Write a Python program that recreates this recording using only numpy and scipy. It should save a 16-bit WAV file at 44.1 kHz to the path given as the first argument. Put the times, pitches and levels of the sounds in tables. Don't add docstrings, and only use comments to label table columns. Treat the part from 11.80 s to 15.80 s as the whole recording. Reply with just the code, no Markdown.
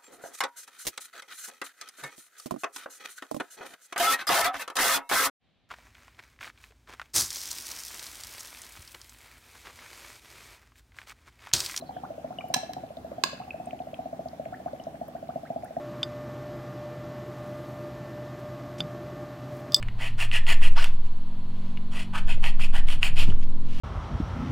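import sys
import numpy as np
from scipy import signal
from scipy.fft import rfft, irfft
from scipy.io import wavfile
from scipy.ndimage import uniform_filter1d

SR = 44100
rng = np.random.default_rng(int(sys.argv[2]) if len(sys.argv) > 2 else 0)


def inscribe(sig):
    pcm = np.round(np.clip(np.atleast_2d(sig).T, -1, 1) * 32767)
    wavfile.write(sys.argv[1], SR, pcm.astype(np.int16))


N = 176400
MIDDLE_PAN_DB, RIGHT_PAN_DB = -6.5, -13.5


def amp(db):
    return 10 ** (np.asarray(db) / 20)


def unit_rms(x):
    return x / np.sqrt(np.mean(x ** 2) + 1e-20)


def curve_at(points, hz):
    f, value = np.transpose(points)
    return np.interp(np.log(hz + 1), np.log(f + 1), value)


def add(mix, start_s, sound):
    part = mix[..., max(round(start_s * SR), 0):][..., :sound.shape[-1]]
    part += sound[..., :part.shape[-1]]


def seconds(size):
    return np.arange(size) / SR


def pan(db):
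    return amp(np.array([[db], [-db]]) / 2)


def off_to_left(x, lag_s):
    hz = np.fft.rfftfreq(len(x), 1 / SR)
    return irfft(rfft(x) * np.exp(1j * np.pi * hz * lag_s * np.array([[1], [-1]])), len(x))


def burst(colour, decay_s):
    t = seconds(1024)
    gains = amp(colour(np.fft.rfftfreq(len(t), 1 / SR)))
    noise = irfft(rfft(rng.standard_normal((2, len(t)))) * gains)
    return unit_rms(noise) * np.exp(-t / decay_s)


def pop(db, hz, half_width_octaves=0.084, rise_s=0.0003):
    puff = burst(lambda f: -3 * abs(np.log2((f + 1) / hz)) / half_width_octaves, decay_s=0.0022)
    return amp(db) * puff * (1 - np.exp(-seconds(puff.shape[1]) / rise_s))


def ring(t, hz, db, t60):
    return amp(db) * np.exp(-np.log(1000) * t / t60) * np.sin(2 * np.pi * hz * t)


def reverb(x, onset_s=0.0054):
    # frequency in Hz, t60 in seconds.
    decay = [(150, 0.17), (700, 0.25), (2000, 0.59), (4500, 0.4), (8000, 0.34), (15000, 0.21)]
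    taps = rng.choice([-1., 1.], (2, SR // 2)) * (rng.random((2, SR // 2)) < .15)
    hz, t, spectra = signal.stft(taps, SR, nperseg=256)
    fade = np.exp(-np.log(1000) * t / curve_at(decay, hz)[:, None])
    tail = signal.istft(spectra * fade, SR, nperseg=256)[1]
    tail *= np.minimum(seconds(tail.shape[1]) / onset_s, 1) ** 2
    return signal.fftconvolve(x[None], tail / np.linalg.norm(tail[0]), axes=1)[:, :N]


def room_tone(level_db=-48.5, patch_db=1.43):
    # frequency in Hz, relative density in dB.
    colour = [(25, -29), (43, -19), (150, -4), (260, -4), (420, -11.5), (730, -5.5), (900, -17),
              (2000, -24.5), (4000, -31), (10400, -39), (12500, -36.5), (16000, -41.5)]
    # frequency in Hz, correlation from 0 to 1.
    likeness = [(40, 0.26), (130, 1), (290, 0.93), (640, 0.63), (1400, 0)]
    frames, hz = N // 512 + 5, np.fft.rfftfreq(2048, 1 / SR)
    draws = rng.standard_normal((5, frames, len(hz)))
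    left, unrelated = draws[0] + 1j * draws[1], draws[2] + 1j * draws[3]
    patches = unit_rms(uniform_filter1d(uniform_filter1d(draws[4], size=7, axis=0), size=20, axis=1))
    shared = curve_at(likeness, hz)
    right = shared * left + np.sqrt(1 - shared ** 2) * unrelated
    spectra = np.array([left, right]) * amp(curve_at(colour, hz) + patch_db * patches)
    noise = signal.istft(spectra.transpose(0, 2, 1), nperseg=2048, noverlap=1536)[1][:, :N]
    return amp(level_db) * unit_rms(noise)


def motor_hum(waver=0.41):
    # frequency in Hz, level in dB.
    tones = [(75, -62.5), (252, -61.5)]
    out, t, knots = np.zeros(N), seconds(N), np.linspace(0, N / SR, 40)
    for hz, db in tones:
        swell, drift = (np.interp(t, knots, row) for row in waver * rng.standard_normal((2, len(knots))))
        phase = 2 * np.pi * (hz * t + rng.random()) + 2 * drift
        out += amp(db) * unit_rms((swell - 1.5) * np.sin(phase))
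    return out


def finger_rubs(half_width_hz=240):
    # start and length in seconds, level in dB, band centre in Hz.
    strokes = [(0.057, .05, -62, 4300), (0.116, 0.089, -63.5, 3170)]
    out = np.zeros((2, N))
    for start, length, db, hz in strokes:
        t = np.arange(0, length, 1 / SR)
        slips = rng.standard_normal(len(t)) ** 3
        band = 1 / (1 + ((np.fft.rfftfreq(len(t), 1 / SR) - hz) / half_width_hz) ** 2)
        rustle = unit_rms(irfft(rfft(slips) * band, len(t)))
        add(out, start, amp(db) * np.sin(np.pi * t / length) ** .5 * rustle)
    return out * pan(MIDDLE_PAN_DB)


def ticks_and_pops():
    # start in seconds, level in dB, band centre in Hz.
    ticks = [(.6848, -45.5, 11500), (1.169, -42, 3760), (1.858, -47, 8550), (1.9082, -37.5, 2430),
             (1.9912, -42.5, 2580), (2.1428, -39, 2700), (2.485, -43.5, 4800), (2.6539, -39, 2070),
             (3.0375, -48, 5600), (3.2814, -45, 13000), (3.845, -43.5, 9800)]
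    out = np.zeros((2, N))
    for start, db, hz in ticks:
        add(out, start, pop(db, hz))
    return out


def fizz(count=60, centre_hz=1890, db=-45):
    out = np.zeros((2, N))
    for when, strength, tone in rng.random((count, 3)):
        hz = centre_hz * 2 ** (2 * tone - 1)
        add(out, when * N / SR, strength * centre_hz / hz * pop(db, hz))
    return out


def drips(gain_db=15, snap_db=-31, rise_s=0.0017, decay_s=0.0021):
    # start in seconds, relative level in dB, pitch in Hz.
    drops = [(.011, -43.5, 4040), (0.5857, -30, 2927), (0.6076, -36, 2360), (1.635, -48, 2680),
             (1.706, -28.5, 2553), (2.1414, -43.5, 3200), (2.998, -45, 2970), (3.653, -44.5, 1346),
             (3.88, -53, 1950), (3.963, -51, 1840)]
    out, t = np.zeros((2, N)), seconds(1024)
    envelope = (1 - np.exp(-t / rise_s)) ** 2 * np.exp(-t / decay_s)
    for start, db, hz in drops:
        ping = envelope * np.sin(2 * np.pi * hz * t)
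        add(out, start, amp(db + gain_db) * (ping + pop(snap_db, hz)))
    return out


def surface_chirps(length_s=.022, rise_octaves=0.688, roughness=0.38):
    # end in seconds, level in dB, top pitch in Hz.
    chirps = [(0.26, -41, 1517), (0.531, -49.5, 1416), (.623, -48, 1493), (1.629, -49, 1384),
              (2.752, -43.5, 2000), (2.89, -49, 1580), (3.372, -53.5, 1905), (3.512, -46, 1595),
              (3.677, -49.5, 2213), (3.867, -51, 1926)]
    out, knots = np.zeros(N), np.linspace(0, 1, 14)
    progress = np.arange(0, length_s, 1 / SR) / length_s
    for end, db, top_hz in chirps:
        cycles = np.cumsum(top_hz * 2 ** (rise_octaves * (progress - 1))) / SR
        jitter = roughness * rng.standard_normal((2, len(knots)))
        flutter, wobble = (np.interp(progress, knots, row) for row in jitter)
        envelope = amp(db) * (1 + flutter) * np.sin(np.pi * progress) ** .5
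        add(out, end - length_s, envelope * np.sin(2 * np.pi * cycles + 2 * wobble))
    return out * pan(0)


def aerator(gain_db=12, rise_s=0.0024, decay_s=0.0039, thump_s=.018, lead_s=0.00054):
    # time in seconds, relative level in dB, nominal pitch in Hz.
    bubbles = [(0.0229, -32.5, 652), (0.0926, -28, 810), (0.1645, -28.5, 714), (0.2346, -27, 803),
               (0.3041, -28, 610), (0.3793, -30, 607), (0.4441, -25, 630), (0.5056, -29, 720),
               (0.5853, -29.5, 702), (0.6404, -28.5, 720), (0.7012, -26, 707), (0.7614, -20.5, 779),
               (0.8314, -27.5, 667), (0.8932, -28, 713), (0.9657, -27, 763), (1.0348, -29, 654),
               (1.1044, -32, 602), (1.1701, -31, 654), (1.2464, -29.5, 648), (1.3161, -29.5, 570),
               (1.3815, -28.5, 682), (1.4567, -33, 627), (1.5304, -32, 580), (1.6001, -29, 772),
               (1.6778, -34, 767), (1.7432, -28, 640), (1.7989, -28.5, 713), (1.8709, -28.5, 704),
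               (1.9304, -26.5, 680), (2.0018, -26.5, 727), (2.0698, -31, 640), (2.1318, -29.5, 626),
               (2.19, -26, 700), (2.2571, -27, 681), (2.3289, -26.5, 654), (2.3928, -25.5, 645),
               (2.4574, -27, 674), (2.5313, -33, 656), (2.5961, -24.5, 614), (2.6585, -27.5, 658),
               (2.7245, -29, 712), (2.7996, -33, 667), (2.8601, -23, 703), (2.9321, -27, 587),
               (2.998, -32.5, 662), (3.0681, -26, 653), (3.143, -32, 665), (3.2132, -25, 688),
               (3.2838, -32.5, 630), (3.3506, -27.5, 682), (3.4267, -29.5, 633), (3.4897, -26, 697),
               (3.558, -22.5, 661), (3.6329, -32, 656), (3.7029, -22.5, 676), (3.7605, -23, 674),
               (3.8334, -28, 676), (3.9067, -31, 630), (3.967, -21.5, 682)]
    # frequency in Hz, relative level in dB.
    thump_tones = [(150, -30), (255, -27)]
    # frequency in Hz, gain at resonance in dB, t60 in seconds.
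    tank_modes = [(682, -3.5, 0.19), (746.5, 4.5, 0.23), (825.3, 1.5, 0.23)]
    settle_hz, settle_s = 785, 0.035
    follow_s, follow_db, follow_ratio = 0.014, -11.5, 1.175
    blips, thumps, t = np.zeros(N), np.zeros(N), seconds(8192)
    tank = sum(ring(t, hz, db, t60) * 2 * np.log(1000) / (t60 * SR) for hz, db, t60 in tank_modes)
    thump = sum((-1) ** k * amp(db) * np.sin(2 * np.pi * hz * t) for k, (hz, db) in enumerate(thump_tones))
    thump *= np.sin(np.pi * np.minimum(t / thump_s, 1)) ** .5
    envelope = (1 - np.exp(-t / rise_s)) ** 2 * np.exp(-t / decay_s)
    settling = settle_s * (1 - np.exp(-t / settle_s))
    for when, db, hz in bubbles:
        phase = 2 * np.pi * (settle_hz * t + (0.97 * hz - settle_hz) * settling)
        gain = amp(db + gain_db)
        add(thumps, when - lead_s, gain * thump)
        add(blips, when - lead_s, gain * envelope * np.sin(phase))
        delay = follow_s * (1 + rng.standard_normal() / 10)
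        add(blips, when + delay, gain * amp(follow_db) * envelope * np.sin(follow_ratio * phase))
    return off_to_left(blips + thumps + signal.oaconvolve(blips, tank)[:N], lag_s=0.00032)


def cup(modes, hits, pan_db, rise_s=0.00029, pan_corner_hz=2200):
    # frequency in Hz, relative density in dB.
    crack_colour = [(200, -6), (1000, -3), (4500, 4), (8000, 0), (10500, -11.5), (13500, -7), (16000, -14)]
    out, t, body = np.zeros((2, N)), seconds(8192), 0
    attack = 1 - np.exp(-t / rise_s)
    for k, (hz, db, t60) in enumerate(modes):
        sides = pan(pan_db * hz ** 2 / (hz ** 2 + pan_corner_hz ** 2))
        body += (-1) ** k * ring(t, hz, db, t60) * attack * sides
    for start, ring_db, crack_db in hits:
        crack = burst(lambda f: curve_at(crack_colour, f), decay_s=0.0017)
        add(out, start, amp(ring_db) * body)
        add(out, start, amp(crack_db) * pan(pan_db / 2) * crack)
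    return out


def sweets():
    # frequency in Hz, relative level in dB, t60 in seconds.
    middle_modes = [(1010, -12.5, 0.044), (1697, -12, 0.051), (2670, -14.5, 0.041), (3140, -10, 0.031),
                    (3985, -1.5, 0.021), (5000, -14, 0.034), (5680, -7, 0.017), (6080, -17, 0.019),
                    (8020, -7, 0.0056)]
    right_modes = [(340, -19, 0.045), (1076, -5, 0.028), (1650, -13, 0.033), (2610, -6, 0.013),
                   (3580, -8.5, 0.011), (4300, -3.5, 0.0099), (4900, -2, 0.01), (6270, -10, 0.0086),
                   (7150, -14.5, 0.009)]
    # start in seconds, ring level in dB, crack level in dB.
    middle_hits = [(0.7398, -32, -19.5), (0.742, -15.5, -16), (0.745, -26, -17), (0.7668, -53, -28.5),
                   (0.9341, -35.5, -33.5)]
    right_hits = [(1.4373, -10.5, -22), (1.4393, -20.5, -18)]
    return cup(middle_modes, middle_hits, MIDDLE_PAN_DB) + cup(right_modes, right_hits, RIGHT_PAN_DB)


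def scene():
    # source, reverb send in dB.
    sources = [(sweets(), -9), (aerator(), -9.5), (surface_chirps(), -10),
               (drips() + ticks_and_pops() + fizz() + finger_rubs(), -14.5)]
    direct = sum(sound for sound, db in sources)
    send = sum(amp(db) * sound.mean(0) for sound, db in sources)
    return direct + reverb(send) + pan(-0.5) * (room_tone() + motor_hum())


def record(dry):
    lowpass = signal.firwin(511, 16200, window=("kaiser", 9), fs=SR)
    return signal.oaconvolve(dry, lowpass[None], "same")


dry = scene()
out = record(dry)
inscribe(out)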